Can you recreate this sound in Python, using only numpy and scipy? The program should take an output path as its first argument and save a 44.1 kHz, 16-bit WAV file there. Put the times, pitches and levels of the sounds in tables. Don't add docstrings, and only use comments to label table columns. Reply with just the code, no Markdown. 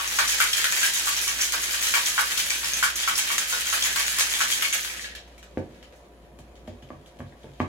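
import sys
import numpy as np
from scipy import signal
from scipy.fft import rfft, irfft
from scipy.io import wavfile
from scipy.ndimage import uniform_filter1d

SR = 44100
rng = np.random.default_rng(int(sys.argv[2]) if len(sys.argv) > 2 else 0)


def dump_mix(stems):
    frames = np.atleast_2d(stems).T
    limited = np.clip(frames, -1, 1)
    pcm = np.round(limited * 32767).astype(np.int16)
    wavfile.write(sys.argv[1], SR, pcm)


def invert_db(x):
    u = np.asarray(x, float) / 20
    return 10 ** u


N = 338670

# (frequency [Hz], level [dB per Hz])
AIR_SPECTRUM = [(30, -21), (45, -20), (70, -1), (100, -23.5), (140, -8.5), (300, -10.5), (600, -12),
                (740, -14), (830, -18.5), (1900, -27.5), (3500, -38), (6000, -46.5), (11000, -39.5),
                (16000, -52)]
AIR_DB = -53
# (frequency [Hz], rms level [dB])
HUM = [(58.12, -54), (58.91, -65), (47.6, -65)]
HUM_TRIM = [0., 0.5, -10.5]
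# (multiple of the hum, rms level [dB])
HUM_ORDERS = [(6, -65), (8, -104), (9, -65), (10, -65.5), (12, -69.5)]
# (frequency [Hz], rms level [dB])
WHINES = [(711, -69.5), (973, -71.5), (6860, -85)]
BEAT_S = 0.22

# (time [s], level [dB])
TUMBLE = [(0.0, -30.5), (0.41, -15.5), (0.83, -20), (1.24, -21), (1.92, -20), (2.22, -16.5), (2.8, -20.5),
          (2.95, -26.5), (3.3, -21), (3.61, -17.5), (4.32, -18), (4.62, -17), (4.8, -29), (5.02, -28.5),
          (5.22, -57), (6.08, -60.5), (6.25, -64.5), (7.68, -57.5)]
# (frequency [Hz], level [dB])
CHIP_COLOUR = [(1300, -45), (1700, 16.5), (2300, 2.5), (3200, 6), (5000, -6), (8000, -7.5), (12000, -9),
               (16000, -17.5)]
DULL_DB, DULL_FOLLOW = -29.5, 0.75
CRACK_TONE_DB = 3.5

# (time [s], chips [dB], ring [dB], ring centre [Hz], breadth [octaves])
BASE_HITS = [(0.0, -14.5, -19.5, 995, 0.39), (0.187, -8.5, -4.5, 1530, 0.45),
             (0.402, -9.5, -2, 1450, 0.089), (0.642, -12.5, -12.5, 1590, 0.24),
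             (0.831, -9.5, -12, 1690, 0.06), (1.072, -12, -13.5, 1150, 0.54),
             (1.272, -15.5, -18, 1650, 0.93), (1.538, -28, -14.5, 1360, 0.61),
             (1.736, -17, -21.5, 1100, 0.42), (1.939, -6.5, -6, 1850, 0.4),
             (2.179, -13.5, -4.5, 1150, 0.88), (2.375, -12, -28, 1660, 1),
             (2.632, -20.5, -19.5, 1070, 0.73), (2.827, -8.5, -3.5, 1330, 0.19),
             (3.076, -12.5, -7.5, 1303, 0.11), (3.301, -23, -12.5, 1200, 1),
             (3.525, -14.5, -12.5, 1510, 0.32), (3.727, -14, -14, 1320, 0.15),
             (3.96, -9.5, -12.5, 1460, 0.97), (4.186, -10, -15, 1340, 0.38), (4.405, -10, -7, 1450, 0.25),
             (4.623, -15, -12.5, 2340, 0.41)]
BASE_DULL_DB, BASE_CRACK_DB, BASE_UPPER_DB = -8, -6, -5
TIGHT_S, LOOSEN = 0.013, 0.3
# (time [s], chips [dB], spread [s], first crack [dB])
CAP_HITS = [(0.1015, -16, 0.096, -9), (0.2778, -10.5, 0.031, -11), (0.53, -13.5, 0.0093, -6),
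            (0.715, -16.5, 0.11, -3.5), (0.935, -13, 0.045, -27), (1.1643, -19, 0.042, -18),
            (1.4056, -10.5, 0.019, -37), (1.522, -9, 0.013, -25), (1.6337, -20, 0.073, -14),
            (1.8255, -10, 0.014, -26), (2.0606, -9, 0.012, -21), (2.328, -21, 0.051, -16),
            (2.5015, -17, 0.037, 1), (2.7348, -15, 0.01, 4.5), (2.958, -16.5, 0.075, -8),
            (3.156, -14, 0.041, -10), (3.381, -7, 0.0063, -2), (3.6686, -19, 0.025, -5),
            (3.839, -26, .038, -12), (4.064, -17.5, 0.048, 1.5), (4.2975, -19.5, 0.028, -13),
            (4.5011, -10, 0.012, -9), (4.7265, -11.5, 0.027, -22), (4.834, -20, 0.041, -17)]
CAP_DULL_DB = -9.5
# (time [s], chips [dB], dull against bright [dB], spread [s])
STRAYS = [(0.0677, -26, -26, .01), (0.0767, -12.5, -14, 0.013), (0.853, -22.5, -12, .01),
          (1.02, -18, -30, .01), (1.0572, -12.5, -13, 0.014), (1.8142, -17, -16.5, .01),
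          (4.1958, -14, -17, .012), (4.33, -24, -25, 0.0098), (4.4165, -25.5, -7.5, 0.013),
          (0.159, -21, -25, 0.079), (0.383, -28, -2, 0.035), (0.57, -21, -9, 0.055),
          (0.598, -18, -14, 0.013), (0.795, -15, -13, 0.017), (1.215, -12, -20.5, 0.015),
          (1.389, -19.5, -10.5, 0.07), (1.597, -18.5, -26.5, 0.035), (1.7094, -15.5, -11, 0.026),
          (1.869, -14.5, -11, 0.031), (2.6463, -43, -18, 0.011), (2.828, -14, -22, .004),
          (2.7675, -19.5, -8.5, 0.016), (3.1794, -11, -22, 0.01), (3.27, -22.5, -3, 0.02),
          (3.317, -12.5, -12, 0.0069), (3.475, -18.5, -14, .06), (3.8257, -14.5, -11, 0.022),
          (4.392, -38, -6, .02)]
STRAY_CRACK_DB = 2
# (time [s], peak level [dB], dull against bright [dB])
TICKS = [(5.0443, -32.5, 5), (5.15, -37, 7), (5.276, -45, -3), (5.379, -42.5, -3), (5.4282, -40, -2.5),
         (5.5765, -45, 1), (5.708, -56, 0), (5.744, -59, 10.5), (5.828, -43.5, 3), (5.924, -61, 12),
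         (5.956, -41, -22), (6.349, -60, -9), (6.3887, -40.5, -4.5), (6.555, -51, 0), (6.675, -51, 9),
         (6.823, -49.5, 2), (6.8886, -56, 7), (7.0624, -41, -8), (7.1335, -64, -10), (7.1893, -41.5, -5),
         (7.432, -44, -6), (7.598, -45, 2), (7.602, -45, 5.5)]
TICK_S, TICK_CRACK_DB = 0.0062, -4.5

# (frequency [Hz], level [dB], T60 [s])
SHELL_MODES = [(467, -7.5, 0.027), (700, -7.5, 0.03), (970, -0.5, 0.056), (1154.5, 13, 0.041),
               (1360, 4.5, 0.027), (1450, 11.5, 0.023), (1536, 18, 0.015), (1660, 13, 0.02),
               (1850, 7.5, 0.033), (2113, 5.5, 0.047), (2230, 12.5, 0.018), (2660, 6, 0.023),
               (2876, 4.5, 0.046), (3190, 7, 0.027)]
# (time [s],
# ring [dB], ring centre [Hz])
GLANCES = [(0.4025, -16, 1340), (0.601, -18, 1610), (0.774, -17, 2470), (1.128, -38, 1600),
           (1.940, -31.5, 2600), (2.1805, -21.5, 2500), (2.828, -20, 2600), (3.033, -19.5, 1710),
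           (3.189, -19, 2260), (3.66, -19.5, 1660), (3.864, -21.5, 1920), (4.727, -15, 2590),
           (0.834, -13, 1580), (3.382, -32, 2400), (4.502, -30, 2300)]
GLANCE_OCTAVES, GLANCE_UPPER_DB = 0.18, 11
# (time [s], ring [dB], ring centre [Hz])
THUDS = [(0.2, -22, 606), (0.415, -30, 600), (1.541, -25.5, 520), (1.96, -18.5, 660), (2.192, -19.5, 605),
         (3.31, -28, 640), (3.527, -24.5, 520), (3.74, -28, 600), (3.97, -25, 700), (4.2, -34, 600),
         (4.63, -27, 790)]
THUD_OCTAVES, THUD_UPPER_DB = 0.42, -27
MUFFLE_S, MUFFLE_HZ, MUFFLE_DB = 4.95, 9000, -16

# (frequency [Hz], T60 [s])
KITCHEN_T60 = [(100, 0.56), (500, 0.5), (1500, 0.41), (4000, 0.56), (10000, 0.21), (16000, 0.11)]
# (frequency [Hz], correlation [-1 to 1])
LIKENESS = [(60, 0.77), (180, 1), (550, 0.67), (1650, -0.11), (4970, -0.03), (15000, -0.0017)]
WALL_S, WALL_DB = [0.0128, 0.015], -10.5
SWAP_S = 0.17

# (multiple of the pitch, level [dB], multiple of the T60)
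CLINK_MODES = [(.92, -25, .7), (1, -4.5, 1), (1.06, -15, 0.97), (1.45, -33.5, .6), (1.95, -15, 0.54)]
# (time [s], peak level [dB], pitch [Hz])
NECK_CLINKS = [(0.07, -27, 6670), (0.1605, -23, 6650), (0.188, -13, 6700), (0.2767, -15, 5880),
               (0.297, -16.5, 7170), (0.3855, -22, 6660), (0.401, -20.5, 6650), (0.5325, -9, 5230),
               (0.5696, -17, 6760), (0.598, -14.5, 5130), (0.7145, -17, 6500), (0.7911, -12.5, 6760),
               (0.7986, -17, 6600), (0.9395, -17, 7000), (1.057, -19, 6830), (1.1673, -14, 5970),
               (1.1826, -16, 6700), (1.3877, -19, 6200), (1.408, -11, 6510), (1.4127, -5, 5500),
               (1.5978, -25, 6690), (1.6347, -12, 6550), (1.711, -22, 6700), (1.8113, -14, 6470),
               (1.8302, -13, 6090), (1.8712, -12, 6380), (1.937, -27, 6360), (2.059, -8, 5970),
               (2.0782, -23, 6520), (2.1904, -24, 4950), (2.3795, -28, 6870), (2.4992, -21, 6700),
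               (2.4998, -11, 6170), (2.6454, -12, 5220), (2.7347, -10.5, 6400), (2.7696, -15, 6230),
               (2.826, -27, 5900), (2.957, -12, 6360), (3.1557, -15, 5350), (3.1792, -14, 5270),
               (3.268, -30, 5750), (3.3189, -21, 5870), (3.3827, -25, 6500), (3.3844, -15, 6660),
               (3.6701, -14, 6500), (3.701, -13, 6510), (3.7224, -18, 6540), (3.826, -12, 5970),
               (3.8404, -7.5, 6870), (3.9589, -29, 6330), (4.0654, -14, 6700), (4.2048, -24, 5570),
               (4.3173, -15, 6700), (4.394, -19, 6070), (4.5027, -28, 6280), (4.5101, -16, 6700),
               (4.7272, -14, 6550), (4.8314, -18.5, 6140)]
# (time [s], peak level [dB], pitch [Hz])
NECK_RATTLE = [(0.2763, -14.5, 5880), (0.2962, -18, 7100), (1.4174, -12, 6960), (1.4214, -12, 6700),
               (1.4264, -17, 6100), (1.4334, -13, 6240), (1.4384, -20, 5670), (2.0834, -14, 6540),
               (3.1557, -13, 5350), (3.1854, -16, 6520), (3.1974, -22, 5520), (3.3874, -15, 7320),
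               (3.3934, -15, 6690), (3.5274, -15, 6330), (4.5234, -19, 6650), (4.7272, -16, 6550),
               (4.7654, -17, 6950), (4.9244, -29, 6310)]
NECK_T60_S, NECK_DB = 0.0059, -4.5
# (time [s], peak level [dB], pitch [Hz])
SHOULDER_CLINKS = [(0.0777, -29, 2270), (0.5327, -9, 3280), (0.82, -32, 1570), (1.4162, -18, 3060),
                   (1.4334, -18, 1720), (2.0697, -17, 3360), (2.5042, -11, 2320), (2.6618, -36, 3080),
                   (2.7324, -25.5, 1700), (3.0325, -17, 3390), (3.1104, -21, 3470), (3.1877, -20, 3180),
                   (3.4994, -24, 2240), (3.6177, -29, 2230), (3.7065, -31, 1490), (3.8227, -11, 3370),
                   (3.9739, -14, 2160), (4.1944, -14, 1380), (4.3374, -16, 3430), (4.4044, -31, 1510),
                   (4.5241, -11, 3240), (4.7794, -26, 1630), (4.8594, -21, 1500), (4.8994, -20, 2300),
                   (4.9944, -17.5, 1900)]
SHOULDER_T60_S, SHOULDER_DB = 0.012, -3
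# (time [s], peak level [dB], pitch [Hz])
FREE_CLINKS = [
    (4.6226, -36, 2270),
    (4.648, -17.5, 2220),
    (5.0445, -32.5, 1670),
    (5.1190, -37, 1860),
    (5.1495, -36, 1740),
]
FREE_T60_S = 0.046
# (time [s], peak level [dB], pitch [Hz])
CAP_CLICKS = [(5.3793, -36, 2390), (5.4296, -38, 2860), (5.7423, -59, 2350), (5.8267, -42, 3460),
              (5.9244, -53, 2680), (5.278, -51, 1790), (5.709, -43, 1630), (5.831, -46, 2020),
              (5.955, -49, 1820), (6.201, -56, 1920), (6.617, -49, 1680), (7.134, -53, 1940),
              (7.189, -46.5, 3290), (7.324, -35, 1840), (7.441, -52, 3500), (6.3875, -45, 2890),
              (6.5545, -50, 3130), (6.8259, -41, 3070), (7.0600, -40, 3190), (7.4333, -44, 3320)]
GRIP_T60_S, CHATTER_S = 0.0055, 0.0033

# (time [s], peak level [dB], hardness [dB], boom [dB], favoured ring [Hz])
KNOCKS = [(5.573, -17, -28, -20, 340), (5.685, -47, -32, -12, 200), (6.39, -41.5, -24, -15, 300),
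          (6.678, -29.5, -34, -17.5, 282), (6.827, -42, -22, -15, 300), (6.904, -31.5, -21, -25, 262),
          (6.941, -43.5, -40, -8, 200), (7.195, -34, -34, -8, 240), (7.204, -32, -21, -13, 296),
          (7.221, -34, -40, 3, 230), (7.443, -34.5, -32, -12, 398), (7.469, -46, -18, -9, 250),
          (7.484, -45, -40, -12, 198), (7.602, -15.5, -18, -20, 260)]
# (frequency [Hz], level [dB], T60 [s])
COUNTER_MODES = [(93.4, 5, 0.38), (137, 4, 0.28), (250, 1, 0.12), (321, 8.5, 0.034), (386, -1, 0.063),
                 (447, 1, 0.05), (520, 4.5, 0.041), (605, 9, 0.04), (727, 2, 0.056), (867, 0.5, 0.094),
                 (1150, 7, 0.021), (1660, 7.5, 0.0073), (2090, 4.5, 0.005), (2830, -8, 0.0024)]
KNOCK_SPREAD_S, KNOCK_CONTACT_S = 0.006, 0.0006
KNOCK_HOLD_S, KNOCK_FALL_DB_PER_S = 0.052, -500

# (frequency [Hz], level [dB])
LEFT_PORT = [(500, -2.5), (2000, -1.5), (3100, 4), (5000, 0.5), (7800, 4.5), (9200, -6.5), (12000, -5),
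             (16000, 1.5)]
# (frequency [Hz], level [dB])
RIGHT_PORT = [(2000, -0.5), (5000, 2.5), (6500, 6), (7600, 1), (8800, 1), (9600, 7), (11500, 5.5),
              (13500, 2.5)]
LEFT_LAG, DOWN_LAG, DOWN_S = 6, 3, 5.25


def evened(x):
    return x / np.sqrt(np.mean(x ** 2) + 1e-20)


def read(points, hz):
    f, value = np.transpose(points)
    return np.interp(np.log(hz + 1), np.log(f + 1), value)


def add(mix, s, sound):
    part = mix[round(s * SR):][:len(sound)]
    part += sound[:len(part)]


def high_pass(x, order, hz):
    return signal.sosfilt(signal.butter(order, hz, "high", fs=SR, output="sos"), x)


def paired(a, b, hz):
    same = np.clip(read(LIKENESS, hz), -1, 1)[:, None]
    return np.array([a, same * a + np.sqrt(1 - same ** 2) * b])


def ring(modes, weight, rise_cycles=0.01):
    hz, db, t60 = np.transpose(modes)[:, :, None]
    t = np.arange(round(0.3 * SR)) / SR
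    rise = 1 - np.exp(-hz * t / rise_cycles)
    decay = invert_db(db - 60 * t / t60)
    return (weight[:, None] * rise * decay * np.sin(2 * np.pi * hz * t)).sum(0)


def blows(spread_s, contact_s, draw, rest=1):
    train = np.zeros(round(spread_s * SR * 4) + 2)
    train[0] = 1
    at = (draw[:6] * (len(train) - 1)).astype(int)
    np.add.at(train, at, rest * (draw[6:12] - 0.3) * np.exp(-at / (spread_s * SR + 1)))
    u = np.arange(200) / SR / contact_s
    return np.convolve(train, np.exp(-0.5 * (3 * u - 3) ** 2))


def fridge():
    frames, hz = N // 512 + 5, np.fft.rfftfreq(2048, 1 / SR)
    a, b, c, d, patches = rng.standard_normal((frames, 1025, 5)).T
    patches = evened(uniform_filter1d(uniform_filter1d(patches, 10, 0), 5, 1))
    colour = invert_db(read(AIR_SPECTRUM, hz)[:, None] + 2.0 * patches)
    wash = paired(a + 1j * b, c + 1j * d, hz) * colour
    air = invert_db(AIR_DB) * evened(signal.istft(wash, nperseg=2048, noverlap=1536)[1][:, :N])
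    t = np.arange(N) / SR
    hum = np.zeros(N)
    for (f, db), trim in zip(HUM, HUM_TRIM):
        hum += invert_db(db + trim) * np.sin(2 * np.pi * f * (t - BEAT_S))
    orders = [(round(k) * HUM[0][0], db) for k, db in HUM_ORDERS]
    for f, db in orders + list(WHINES):
        hum += invert_db(db) * np.sin(2 * np.pi * (f * t + rng.random()))
    return air + np.sqrt(2) * hum


def landings():
    base = [(s, db, BASE_DULL_DB, TIGHT_S * invert_db(-LOOSEN * ring_db), BASE_CRACK_DB)
            for s, db, ring_db, _, _ in BASE_HITS]
    cap = [(s, db, CAP_DULL_DB, spread_s, crack_db) for s, db, spread_s, crack_db in CAP_HITS]
    strays = [(*row, STRAY_CRACK_DB) for row in STRAYS]
    ticks = [(*row, TICK_S, TICK_CRACK_DB) for row in TICKS]
    return base + cap + strays + ticks


def chips():
    count, per_s, cycles, split_hz = 40, 3200, 2.68, 4300
    t = np.arange(N) / SR
    effort_db = np.interp(t, *np.transpose(TUMBLE))
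    dull_effort_db = DULL_DB + DULL_FOLLOW * (effort_db + 22.5)
    bright = invert_db(effort_db - 10.0) ** 2
    dull = invert_db(dull_effort_db - 10.0) ** 2
    u = np.arange(round(0.25 * SR)) / SR
    for s, db, dull_db, spread_s, _ in landings():
        swell = invert_db(2 * (db - 7.5)) * np.exp(-u / spread_s)
        add(bright, s, swell)
        add(dull, s, swell * invert_db(2 * dull_db))

    size = invert_db(3.0 * np.minimum(rng.exponential(1, (2, N)), 4))
    size *= rng.random((2, N)) < per_s / SR
    size *= invert_db(2.5 * evened(uniform_filter1d(rng.standard_normal(N), 260)))
    size = evened(size * rng.choice([-1, 1], (2, N)))

    s, db, dull_db, _, crack_db = np.transpose(landings())
    late = rng.integers(0, 40, (len(s), count))
    tone = evened(uniform_filter1d(rng.standard_normal((len(s), count)), 4))
    colour = invert_db(CRACK_TONE_DB * tone)
    which, out = rng.integers(0, count, (2, N)), np.zeros((2, N))
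    for k, hz in enumerate(np.geomspace(1400, 15500, count)):
        taps = size * np.sqrt(bright if hz > split_hz else dull) * (which == k)
        crack = invert_db(db - 9.0 + crack_db + (hz < split_hz) * (dull_db + 6.5))
        taps[:, (s * SR).astype(int) + late[:, k]] += colour[:, k] * crack
        r, w = np.exp(-np.pi * hz / cycles / SR), 2 * np.pi * hz / SR
        ping = signal.lfilter([1, 0, -1], [1, -2 * r * np.cos(w), r * r], taps) * np.sqrt(1 - r * r)
        muffle = invert_db(MUFFLE_DB * max(np.log2(hz / MUFFLE_HZ), 0) * (t > MUFFLE_S))
        out += invert_db(read(CHIP_COLOUR, hz) - 4) * np.sqrt(hz / 5000) * ping * muffle
    return out


def rings():
    base = [(s, db, hz, octaves, BASE_UPPER_DB) for s, _, db, hz, octaves in BASE_HITS]
    glances = [(*row, GLANCE_OCTAVES, GLANCE_UPPER_DB) for row in GLANCES]
    thuds = [(*row, THUD_OCTAVES, THUD_UPPER_DB) for row in THUDS]
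    return base + glances + thuds


def slams():
    out, hz, count = np.zeros(N), np.transpose(SHELL_MODES)[0], len(SHELL_MODES)
    draws = rng.random((len(rings()), 12 + 2 * count))
    for (s, db, centre_hz, octaves, upper_db), draw in zip(rings(), draws):
        near = np.exp(-0.5 * (np.log2(hz / centre_hz) / octaves) ** 2)
        weight = invert_db(upper_db - 8.0) * (hz > 1800) + 0.013 + near
        weight *= 0.51 + 0.82 * draw[12:12 + count]
        detune = 1 + 0.04 * (draw[-count:] - 0.5)
        modes = SHELL_MODES * np.c_[detune, np.ones((count, 2))]
        strike = blows(0.003 * invert_db(-LOOSEN * db), 0.00006, draw, 0.4)
        sound = signal.oaconvolve(ring(modes, weight, 1.1), strike)
        add(out, s, invert_db(db - 5.5) * sound / abs(sound).max())
    return out


def kitchen(x):
    out, size, count = np.zeros((2, N)), 18000, 3
    for k in range(count):
        taps = np.zeros((2, size))
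        at = np.arange(160, size - 20, 20) + rng.integers(0, 20, (2, (size - 161) // 20))
        np.put_along_axis(taps, at, rng.choice([-1., 1.], at.shape), 1)
        hz, t, z = signal.stft(taps, SR, nperseg=256)
        fall_db = -60 * t / read(KITCHEN_T60, hz)[:, None]
        fall_db += -5 * (t > 0.065)
        fall_db += 3 * np.exp(-t / 0.023) + 5 * np.exp(-t / 0.004)
        tail = signal.istft(paired(*z, hz) * invert_db(fall_db), SR, nperseg=256)[1]
        tail /= np.linalg.norm(tail[0])
        tail[[0, 1], (np.array(WALL_S) * SR).astype(int)] += invert_db(WALL_DB)
        share = np.sqrt(2 / count) * np.cos(np.pi * (np.arange(N) / SR / SWAP_S + k / count))
        out += signal.oaconvolve((share * x)[None], tail, axes=1)[:, :N]
    return out


def clinks():
    out, (ratio, trim_db, longer) = np.zeros(N), np.transpose(CLINK_MODES)
    kinds = ((FREE_CLINKS, FREE_T60_S, 0), (CAP_CLICKS, GRIP_T60_S, 0),
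             (SHOULDER_CLINKS, SHOULDER_T60_S, SHOULDER_DB),
             (list(NECK_CLINKS) + list(NECK_RATTLE), NECK_T60_S, NECK_DB))
    for rows, t60, kind_db in kinds:
        for (s, db, hz), draw in zip(rows, rng.random((len(rows), 12))):
            modes = np.c_[ratio * hz, db + kind_db + trim_db, longer * t60]
            tone = ring(modes, np.ones(len(modes)), 2.5)[:4000]
            add(out, s, signal.oaconvolve(tone, blows(CHATTER_S, 0.00004, draw)))
    return out


def knocks():
    out, hz = np.zeros(N), np.transpose(COUNTER_MODES)[0]
    draws = rng.random((len(KNOCKS), 12 + len(hz)))
    for (s, db, hard_db, boom_db, ring_hz), draw in zip(KNOCKS, draws):
        favoured = np.exp(-0.5 * (np.log2(hz / ring_hz) / 0.35) ** 2)
        weight = (0.32 + 0.98 * draw[12:]) * (0.88 + favoured)
        boom = invert_db((hz < 160) * (boom_db + 15.5))
        push = ring(COUNTER_MODES, -weight * (hz < 1000) * boom, 0.27)
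        edge = ring(COUNTER_MODES, weight * (hz > 1000) * invert_db(hard_db + 32))
        sound = signal.oaconvolve(push, blows(KNOCK_SPREAD_S, KNOCK_CONTACT_S, draw, 0.39))
        sound += signal.oaconvolve(edge, blows(KNOCK_SPREAD_S, 0.38 * KNOCK_CONTACT_S, draw, 0.2))
        sound *= invert_db(KNOCK_FALL_DB_PER_S * np.maximum(np.arange(len(sound)) / SR - KNOCK_HOLD_S, 0))
        add(out, s, invert_db(db - 0.5) * sound / abs(sound).max())
    return out


def scene():
    (front, back), slam, clink, counter = chips(), slams(), clinks(), knocks()
    slam = high_pass(slam, 3, 420)
    counter = high_pass(counter, 3, 70)
    rap = high_pass(counter, 2, 210)
    body = invert_db(-1.5) * slam + invert_db(4.5) * clink + invert_db(4.5) * counter
    shared = 0.18
    left_chips = shared * front + np.sqrt(1 - shared ** 2) * back
    left = invert_db(1.9) * body + invert_db(1.5) * left_chips
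    n = np.arange(N)
    left = left[n - np.where(n < DOWN_S * SR, LEFT_LAG, DOWN_LAG)]
    right = body + invert_db(-1.0) * front
    near = np.array([left, right])
    wet = kitchen(front + invert_db(3.0) * slam + invert_db(2.5) * clink + invert_db(3.5) * rap)
    hz = np.fft.rfftfreq(N, 1 / SR)
    ports = invert_db([read(LEFT_PORT, hz), read(RIGHT_PORT, hz)])
    lean = invert_db([[-8], [4]]) ** (hz > 8800)
    return irfft(rfft(near + wet) * ports + rfft(fridge()) * lean, N)


def band_limit(x):
    return signal.sosfilt(signal.butter(12, 16830, fs=SR, output="sos"), x)


def record(dry):
    low_pass = signal.firwin(1023, 15980, window=("kaiser", 9), fs=SR)
    limited = signal.oaconvolve(dry, low_pass[None], "same")
    return band_limit(limited)


dry = scene()
out = record(dry)
dump_mix(out)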